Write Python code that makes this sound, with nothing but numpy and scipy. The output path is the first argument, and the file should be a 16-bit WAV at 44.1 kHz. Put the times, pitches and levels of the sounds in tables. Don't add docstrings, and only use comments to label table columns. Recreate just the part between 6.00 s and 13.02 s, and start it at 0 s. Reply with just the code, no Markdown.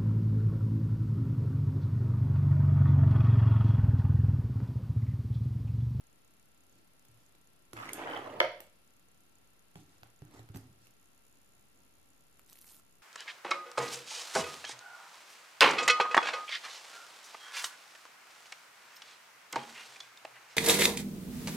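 import sys
import numpy as np
from scipy import signal
from scipy.fft import rfft, irfft, next_fast_len
from scipy.io import wavfile
from scipy.ndimage import uniform_filter1d

SR = 44100
rng = np.random.default_rng(int(sys.argv[2]) if len(sys.argv) > 2 else 0)


def waveform_to_disk(signal):
    frames = np.transpose(np.atleast_2d(signal))
    scaled = np.clip(frames, -1, 1) * 32767
    samples = np.round(scaled).astype(np.int16)
    wavfile.write(sys.argv[1], SR, samples)


def rack_gain(trim_db):
    fader = np.asarray(trim_db, float)
    return 10 ** (fader / 20)


N = 309582
T = np.arange(N) / SR

# (frequency [Hz], level [dB])
HISS_SPECTRUM = [(20, -15), (40, -2), (65, 1.5), (170, -1.5), (270, -2), (450, -7.5), (1000, -11),
                 (3000, -15), (5500, -18.5), (7800, -22.5), (9000, -20), (12500, -18), (14500, -23)]
# (frequency [Hz], likeness [-1..1])
HISS_LIKENESS = [(60, 0.062), (240, 0.016), (930, -0.058), (3650, -0.081), (14400, -0.43)]
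# (frequency [Hz], left level [dB], right level [dB], left lead [rad])
SUPPLY_TONES = [(49.6, -80.5, -85.5, 0.36), (1358, -79.5, -86.5, 1.57), (2716, -81, -94, 2.8)]
# (time [s], phase [cycles])
READOUT_PHASE = [
    (0, -.34),
    (1.5, .42),
    (2.5, .56),
    (3.02, .1),
    (3.5, .53),
    (6.02, 0),
    (6.72, .5),
]
# (frequency [Hz], t60 [s])
ROOM_T60 = [(100, 0.75), (500, 0.401), (2000, 0.39), (5000, 0.47), (12000, 0.2)]
# (frequency [Hz], likeness [-1..1])
ROOM_LIKENESS = [(100, 1), (300, 1), (700, 1), (1400, 0.106)]
# (frequency [Hz], width [Hz], level [dB])
DESK_MODES = [(88.6, 9.9, -32.5), (112.4, 20.5, 6.5), (166.1, 38.2, -11), (176, 9.2, 0.5), (291.4, 46.6, 8),
              (407, 19.8, -14.5)]
# (time [s], peak level [dB], push [Hz], desk ring level [dB], upper modes level [dB])
SOFT_BLOWS = [(1.088, -58.5, 117, -58.5, -63.5), (1.14, -68, 111, -63.5, -90.5),
              (1.733, -41, 332.5, -46.5, -57.5), (1.777, -65, 115.4, -64, -50.5),
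              (1.922, -50.5, 330, -74.5, -39), (2.403, -27.5, 354.7, -53, -45),
              (3.756, -39.5, 164.5, -53, -48), (3.848, -52, 106, -71.5, -70.5),
              (4.023, -52.5, 107, -56, -55.5), (4.219, -37.5, 134.7, -52, -46.5),
              (4.338, -53, 285, -52, -52.5), (4.393, -45.5, 118.7, -52, -48),
              (4.499, -35.5, 107.7, -67.5, -50.5), (4.546, -34.5, 152.2, -55, -43.5),
              (4.561, -33, 119.6, -54, -62)]
# (time [s], strength [dB], hardness [dB], shell pitch [Hz], weight [dB])
SMALL_CONTACTS = [(1.05, -62, 11.5, 3400, -7), (1.3498, -59, 0.5, 3970, -8.5), (1.7322, -44, 7, 1440, 0),
                  (1.7681, -41.5, -20, 1692, -13), (1.8914, -35, -30.5, 2160, -28.5),
                  (1.9319, -43.5, 21, 3360, -12), (1.9407, -55.5, 21, 1420, -10),
                  (2.604, -47.5, 10, 2804, -1.5), (3.7564, -55, 2.5, 3460, 5.5),
                  (4.0325, -49.5, -4.5, 1518, -0.5), (4.2201, -67, 7.5, 1670, 11),
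                  (4.2497, -81.5, 25.5, 2330, -4), (4.3936, -64, -0.5, 4090, 11),
                  (4.489, -54, -3.5, 1552, -5), (4.5469, -52, -1.5, 1570, -2), (4.559, -49.5, 5, 2009, 0.5),
                  (4.57, -56, 16.5, 4578, -13), (4.856, -64, 6.5, 2200, -19), (4.8695, -56, 4, 2689, -17)]
# (time [s], length [s], weight [dB], roughness [dB], fineness [dB])
BRUSH_STROKES = [(0.693, 0.137, -72, -4.5, 2), (1.07, 0.255, -83.5, 12, 13.5),
                 (3.749, 0.0866, -61.5, -21.5, 0.5), (3.857, 0.149, -75.5, 9.5, 8.5),
                 (4.032, 0.085, -81.5, -0.5, 2), (4.243, 0.0774, -64, 0, -15.5), (4.305, 0.1164, -61, 9, 1),
                 (4.539, 0.0374, -48, -7, -4.5), (4.59, 0.153, -70.5, -12.5, -6), (4.79, 0.096, -78, 3, 15),
                 (5.74, 0.115, -72.5, -2.5, -4.5), (6.07, 0.0643, -78, -7, -4)]
# (time [s], pull level [dB])
SEAL_PULL = [
    (6.46, -84.5),
    (6.5, -65.5),
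    (6.585, -65),
    (6.6, -75),
    (6.615, -65),
    (6.66, -62.5),
    (6.69, -57),
    (6.75, -58.5),
    (6.81, -70.5),
]
# (time [s], peak level [dB], snap [Hz], depth [dB], jar wall [Hz])
GLUE_CRACKS = [(6.3944, -45, 10900, -9, 1375), (6.4627, -52, 10900, -24, 1360),
               (6.4799, -57.5, 6310, -23.5, 3860), (6.4975, -43, 6100, -33, 3860),
               (6.5095, -48.5, 9500, -22, 3780), (6.5148, -52, 5130, -15, 3390),
               (6.525, -47, 5100, -8.5, 1210), (6.5296, -34, 6170, -29, 3080),
               (6.5558, -44, 11300, -13, 4070), (6.573, -44.5, 10830, -26, 4340),
               (6.5888, -38.5, 13900, -37.5, 4130), (6.6104, -54.5, 12000, -25.5, 1224),
               (6.614, -39.5, 12100, -29.5, 3490), (6.6204, -45, 13700, -24, 3690),
               (6.6436, -48, 12800, -7.5, 2160), (6.6727, -39, 13700, -35.5, 3930),
               (6.6784, -42.5, 13340, -31, 3850), (6.6983, -46, 12820, -27, 3645),
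               (6.7458, -45.5, 13670, -16.5, 3295), (6.7664, -44, 11000, -25.5, 1330),
               (6.7915, -52, 10760, -21.5, 1010), (6.7974, -46, 9850, -13.5, 1360)]
# (time [s], pressure [dB], speed [dB])
LID_SLIDE = [
    (1.75, -80, 13),
    (1.775, -56, 8.5),
    (1.9, -57.5, 8),
    (1.925, -64.5, 5.5),
    (1.96, -53.5, 0.5),
    (1.99, -44.5, -2.5),
    (2.15, -46, 0.5),
    (2.26, -48, -6),
    (2.395, -45, -15),
]
# (time [s], peak level [dB], rim pitch [Hz], cavity level [dB])
RIM_CATCHES = [(1.986, -44.5, 2880, -3), (2.0018, -48, 2900, 7.5), (2.0233, -44, 3250, 2),
               (2.0434, -47, 3460, 2.5), (2.0624, -40.5, 2840, 1.5), (2.0722, -38.5, 3070, -2.5),
               (2.0815, -40, 3036, 2), (2.0984, -46, 3000, 3), (2.1094, -42, 3020, 2.5),
               (2.1332, -34.5, 3020, -0.5), (2.146, -40, 3070, -0.5), (2.156, -45, 3290, 10.5),
               (2.1653, -33, 3130, -3.5), (2.1884, -47.5, 3040, -2), (2.2176, -47, 2700, -0.5),
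               (2.2518, -51, 2940, -0.5), (2.2762, -54.5, 2890, 0), (2.2994, -46.5, 2750, 4.5),
               (2.363, -48, 3065, -1)]
# (frequency [Hz], level [dB per Hz])
SCRAPE_SPECTRUM = [(900, 7), (1300, 6), (2200, 1), (3500, -6), (5000, -17.5), (7000, -27), (12000, -40.5)]
# (frequency [Hz], width [Hz], level [dB])
LID_MODES = [(374, 80, -21.5), (497.6, 59, 2), (597.1, 72, 6), (715.1, 46, -0.5), (939.5, 38, -1),
             (1277, 147, -5), (1607, 350, -3), (2048, 260, 0), (2205, 183, 0), (3070, 220, -8.5),
             (3330, 160, -8.5), (4606, 2000, -21), (6370, 2300, -36)]
# (time [s], peak level [dB])
LID_LANDINGS = [
    (2.4015, -17),
    (2.4024, -6),
    (2.4047, -15.5),
    (2.4133, -8.5),
    (2.43, -19),
    (2.443, -17),
]


def unit(x):
    return x / np.sqrt(np.mean(x ** 2) + 1e-20)


def along(points, hz):
    f, v = np.transpose(points)
    return np.interp(np.log(hz + 1), np.log(f + 1), v)


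def curve(rows):
    s, *cols = np.transpose(rows)
    return [np.interp(T, s, c, left=-200, right=-200) for c in cols]


def filtered(x, response):
    m = next_fast_len(N + 8192)
    return irfft(rfft(x, m) * response(np.fft.rfftfreq(m, 1 / SR)), m)[..., :N]


def colour(spectrum):
    return lambda hz: rack_gain(along(spectrum, hz))


def modes(table):
    def response(f):
        total = 0
        for k, (centre, width, db) in enumerate(table):
            total = total + (-1) ** k * rack_gain(db) * width / (centre ** 2 - f * f + 1j * width * f)
        return 1j * f * total
    return response


def pair(x, alike, response):
    def split(hz):
        turn = np.arccos(np.clip(along(alike, hz), -1, 1)) / 2
        return response(hz) * [np.cos(turn), np.sin(turn)]
    mid, side = filtered(x, split)
    return np.array([mid + side, mid - side])


def blows(times, dbs):
    return np.bincount(np.round(times * SR).astype(int), rack_gain(dbs), N)


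def rings(times, dbs, hzs, t60, rough=0, rise=0):
    t = np.arange(round(t60 * SR) + 8) / SR
    out = np.zeros(N + SR)
    flutter = 1 + rough * rng.standard_normal((len(times), len(t)))
    flutter *= 1 - np.exp(-t / (rise + 1 / SR))
    for s, db, hz, f in zip(times, dbs, hzs + 0 * times, flutter):
        out[round(s * SR):][:len(t)] += rack_gain(db - 60 * t / t60) * f * np.sin(2 * np.pi * hz * t)
    return out[:N]


def bursts(times, dbs, t60):
    t = np.arange(1000) / SR
    out = np.zeros(N + 1000)
    puffs = rng.standard_normal((len(times), len(t))) * rack_gain(-60 * t / t60)
    for s, db, puff in zip(times, dbs, puffs):
        out[round(s * SR):][:len(t)] += rack_gain(db) * puff / abs(puff).max()
    return out[:N]


def grit(rate, spread_db):
    when, size, sign = rng.random((3, int(rate * N / SR)))
    push = rack_gain(spread_db * np.minimum(-np.log(size + 1e-9), 2)) * np.sign(sign - .5)
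    return unit(np.bincount((when * N).astype(int), push, N))


def grains(rate, centre_hz, octaves, cycles, spread_db, size=64):
    draw = rng.standard_normal((int(rate * N / SR), 2))
    start = rng.integers(0, N, len(draw))
    t = np.arange(size) / SR
    hz = np.clip(centre_hz * 2 ** (octaves * draw[:, :1]), 250, 14000)
    loudness = rack_gain(spread_db * draw[:, 1:].clip(-3, 1.8))
    wave = loudness * np.sin(2 * np.pi * hz * t) * np.exp(-hz * t / cycles)
    wave = np.gradient(wave, axis=1)
    place = start[:, None] + np.arange(size)
    return unit(np.bincount(place.ravel(), wave.ravel(), N)[:N])


def hiss():
    return rack_gain(-66.5) * unit(pair(rng.standard_normal((2, N)), HISS_LIKENESS, colour(HISS_SPECTRUM)))


def whine():
    tones = np.zeros((2, N))
    for hz, left_db, right_db, lead in SUPPLY_TONES:
        tones += 2 ** .5 * rack_gain([[left_db], [right_db]]) * np.sin(2 * np.pi * hz * T + [[lead], [0]])
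    frame_hz, readout_hz = 29.8, 10894
    s, phase = np.transpose(READOUT_PHASE)
    slip = phase[np.searchsorted(s, T, "right") - 1]
    cycle = (frame_hz * T + slip + .5) % 1 - .5
    reading = uniform_filter1d(1. * (abs(cycle) < .21), 40)
    return tones + reading * rack_gain([[-70], [-86]]) * np.sin(2 * np.pi * readout_hz * T + [[1.5], [0]])


def lens():
    step_hz, start_s, fast_from_s = 33.475, .0085, 4.99
    count = np.arange(int(2 * step_hz * N / SR) - 1)
    s = start_s + count / (2 * step_hz)
    s = s[(count % 2 == 0) | (s > fast_from_s)]
    steps = bursts(s, rng.normal(.5, 1.6, len(s)), t60=.016)
    left = modes([(7000, 660, -77.0), (10200, 650, -43), (12600, 8100, -52.5)])
    right = modes([(6960, 460, -41.5), (10400, 820, -132)])
    return np.array([filtered(steps, left), filtered(steps, right)])


def room(x):
    step = SR // 4
    wet = np.zeros((2, N + SR))
    hz, t, z = signal.stft(rng.standard_normal((5, 2, SR * 2 // 5)), SR, nperseg=256)
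    decay = rack_gain(-60 * t / along(ROOM_T60, hz)[:, None])
    tails = signal.istft(z * decay, SR, nperseg=256)[1]
    for k, start in enumerate(range(0, N, step)):
        part = x[start:start + step]
        if abs(part).max() < 1e-5:
            continue
        tail = tails[k % len(tails)]
        echo = signal.fftconvolve(part[None], tail / np.linalg.norm(tail[0]), axes=1)
        wet[:, start + 260:][:, :echo.shape[1]] += echo
    return pair(wet[:, :N], ROOM_LIKENESS, np.ones_like)


def desk_top(x, lag, scatter_db, clear):
    step = SR // 40
    t = np.arange(400) / SR
    out = np.zeros((2, N + SR))
    noise = rng.standard_normal((N // step + 1, 2, len(t))) * rack_gain(-60 * t / 0.008)
    clutter = signal.lfilter(*signal.butter(N=2, Wn=800, btype="high", fs=SR), noise)
    paths = rack_gain(scatter_db) * clutter / np.linalg.norm(clutter, axis=-1, keepdims=True)
    bend = np.exp(-2 * np.pi * 1500 * t)
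    straight = bend / bend.sum() * (1 - clear) + clear * (t == 0)
    paths[:, 0, lag:] += straight[:len(t) - lag]
    paths[:, 1] += straight
    spectrum = rfft(paths, 1024)
    paths = irfft(spectrum / (abs(spectrum) + .05) ** .6)[..., :700]
    for k, path in enumerate(paths):
        part = signal.fftconvolve(x[None, k * step:(k + 1) * step], path, axes=1)
        out[:, k * step:][:, :part.shape[1]] += part
    return out[:, lag // 2:][:, :N]


def thumps():
    s, db, hz, ring_db, upper_db = np.transpose(SOFT_BLOWS)
    push = rings(s, db + 5, hz, t60=0.063, rise=0.005)
    low = rings(s, ring_db, 114, t60=0.321, rise=0.006142)
    low += rings(s, ring_db - 4.5, 84, t60=0.21, rise=0.0071)
    upper = rings(s, upper_db - 5, 300, t60=0.2308, rise=0.00477)
    upper += rings(s, upper_db - 3.5, 385, t60=0.074, rise=0.001467)
    return push + low + upper


def taps(s, shell_db, hard_db, shell_hz, weight_db, snap_hz, snap_s):
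    snap = rings(s, shell_db + hard_db - 8.5, snap_hz, t60=snap_s, rough=4.09, rise=snap_s / 15)
    snap = np.diff(snap, prepend=0)
    click = rings(s, shell_db + 11, 2450, t60=0.00107)
    shell = rings(s, shell_db + 3, shell_hz, t60=.011, rough=.7, rise=.0005)
    body = modes([(372, 251, -5.5), (767, 123, 4.5), (1022, 1845, -8.5)])
    knock = filtered(blows(s, shell_db + weight_db + 37), body)
    return snap + click + shell + knock


def seal_cracks():
    s, db, hz, depth_db, wall_hz = np.transpose(GLUE_CRACKS)
    return taps(s, db + depth_db + 1.5, 2 - depth_db, wall_hz, -14.5, hz, snap_s=.002)


def peel():
    pull, = curve(SEAL_PULL)
    thinning_db = -38.5 * (T - SEAL_PULL[1][0]).clip(0)
    cracks = grains(350, 4300, octaves=.45, cycles=.8, spread_db=5)
    fizz = grains(2200, 12000, octaves=.33, cycles=1.8, spread_db=5)
    jar = unit(filtered(grit(300, spread_db=4), modes([(280, 200, 0), (1300, 900, -6)])))
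    return rack_gain(pull - 0.5 + thinning_db) * cracks + rack_gain(pull) * fizz + rack_gain(pull - 15.5) * jar


def strokes():
    press, speed = curve(LID_SLIDE)
    rumble = (press > -100) * rack_gain(-57.5 + 0.3033 * (press + 54))
    rustle = rack_gain(press + 1.65 * speed - 18)
    gains = np.array([rumble, rack_gain(press), rack_gain(press + speed + 1), rustle])
    for s, length, db, rough_db, fine_db in BRUSH_STROKES:
        swell = abs(np.sin(np.pi * np.clip((T - s) / length, 0, 1))) ** 0.573 * (T < s + length)
        layers_db = np.array([[0], [rough_db - 11.5], [rough_db - 11], [fine_db - 7]])
        gains += swell * rack_gain(db + layers_db)
    return gains


def drag():
    rumble, hum, scrape, rustle = strokes()
    s, db, rim_hz, cavity_db = np.transpose(RIM_CATCHES)
    catches = rings(s, db + 2, rim_hz, t60=.013, rise=.0003)
    catches += rings(s, db + cavity_db, 1950, t60=.016, rise=.0003)
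    catches += rings(s, db + 4, rng.uniform(450, 1000, len(s)), t60=.04, rise=.001)
    desk = unit(filtered(grit(600, spread_db=1), lambda f: modes(DESK_MODES)(f) * (f > 70)))
    hollow = grains(650, 501, octaves=0.494, cycles=6, spread_db=5, size=400)
    rim = grains(900, 1700, octaves=.7, cycles=1.5, spread_db=4, size=128)
    rim = unit(filtered(rim, colour(SCRAPE_SPECTRUM)))
    fine = grains(2500, 5200, octaves=.7, cycles=2.5, spread_db=3, size=32)
    return catches + rumble * desk + hum * hollow + scrape * rim + rustle * fine


def clack():
    s, db = np.transpose(LID_LANDINGS)
    impacts = blows(s[:3], db[:3] + 27)
    bounces = filtered(blows(s[3:], db[3:] + 30), lambda f: 1 / (1 + 1j * f / 1300) ** 2)
    crack = rings(s[:2], db[:2] - 28, 5500, t60=0.012, rough=1.6)
    return filtered(impacts + bounces, modes(LID_MODES)) + crack


def scene():
    sliding, soft, drop = drag(), thumps(), clack()
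    foil = peel() + seal_cracks()
    hits = taps(*np.transpose(SMALL_CONTACTS), snap_hz=10606, snap_s=0.011)
    direct = desk_top(sliding + hits + soft + drop, lag=12, scatter_db=0, clear=.45)
    direct += desk_top(foil, lag=0, scatter_db=-5, clear=.9)
    wet = room(rack_gain(-6) * sliding + 0.462 * hits + rack_gain(-10.5) * soft + rack_gain(-8) * drop + .13 * foil)
    return rack_gain([[-1.1], [1.1]]) * (direct + wet) + lens() + whine() + hiss()


def top_cut(x):
    return signal.sosfilt(signal.butter(12, 14980, fs=SR, output="sos"), x)


def record(dry):
    heard = signal.sosfilt(signal.cheby1(N=10, rp=.5, Wn=14600, fs=SR, output="sos"), dry)
    heard = signal.sosfilt(signal.butter(N=1, Wn=45, btype="high", fs=SR, output="sos"), heard)
    return top_cut(heard - .00044)


dry = scene()
out = record(dry)
waveform_to_disk(out)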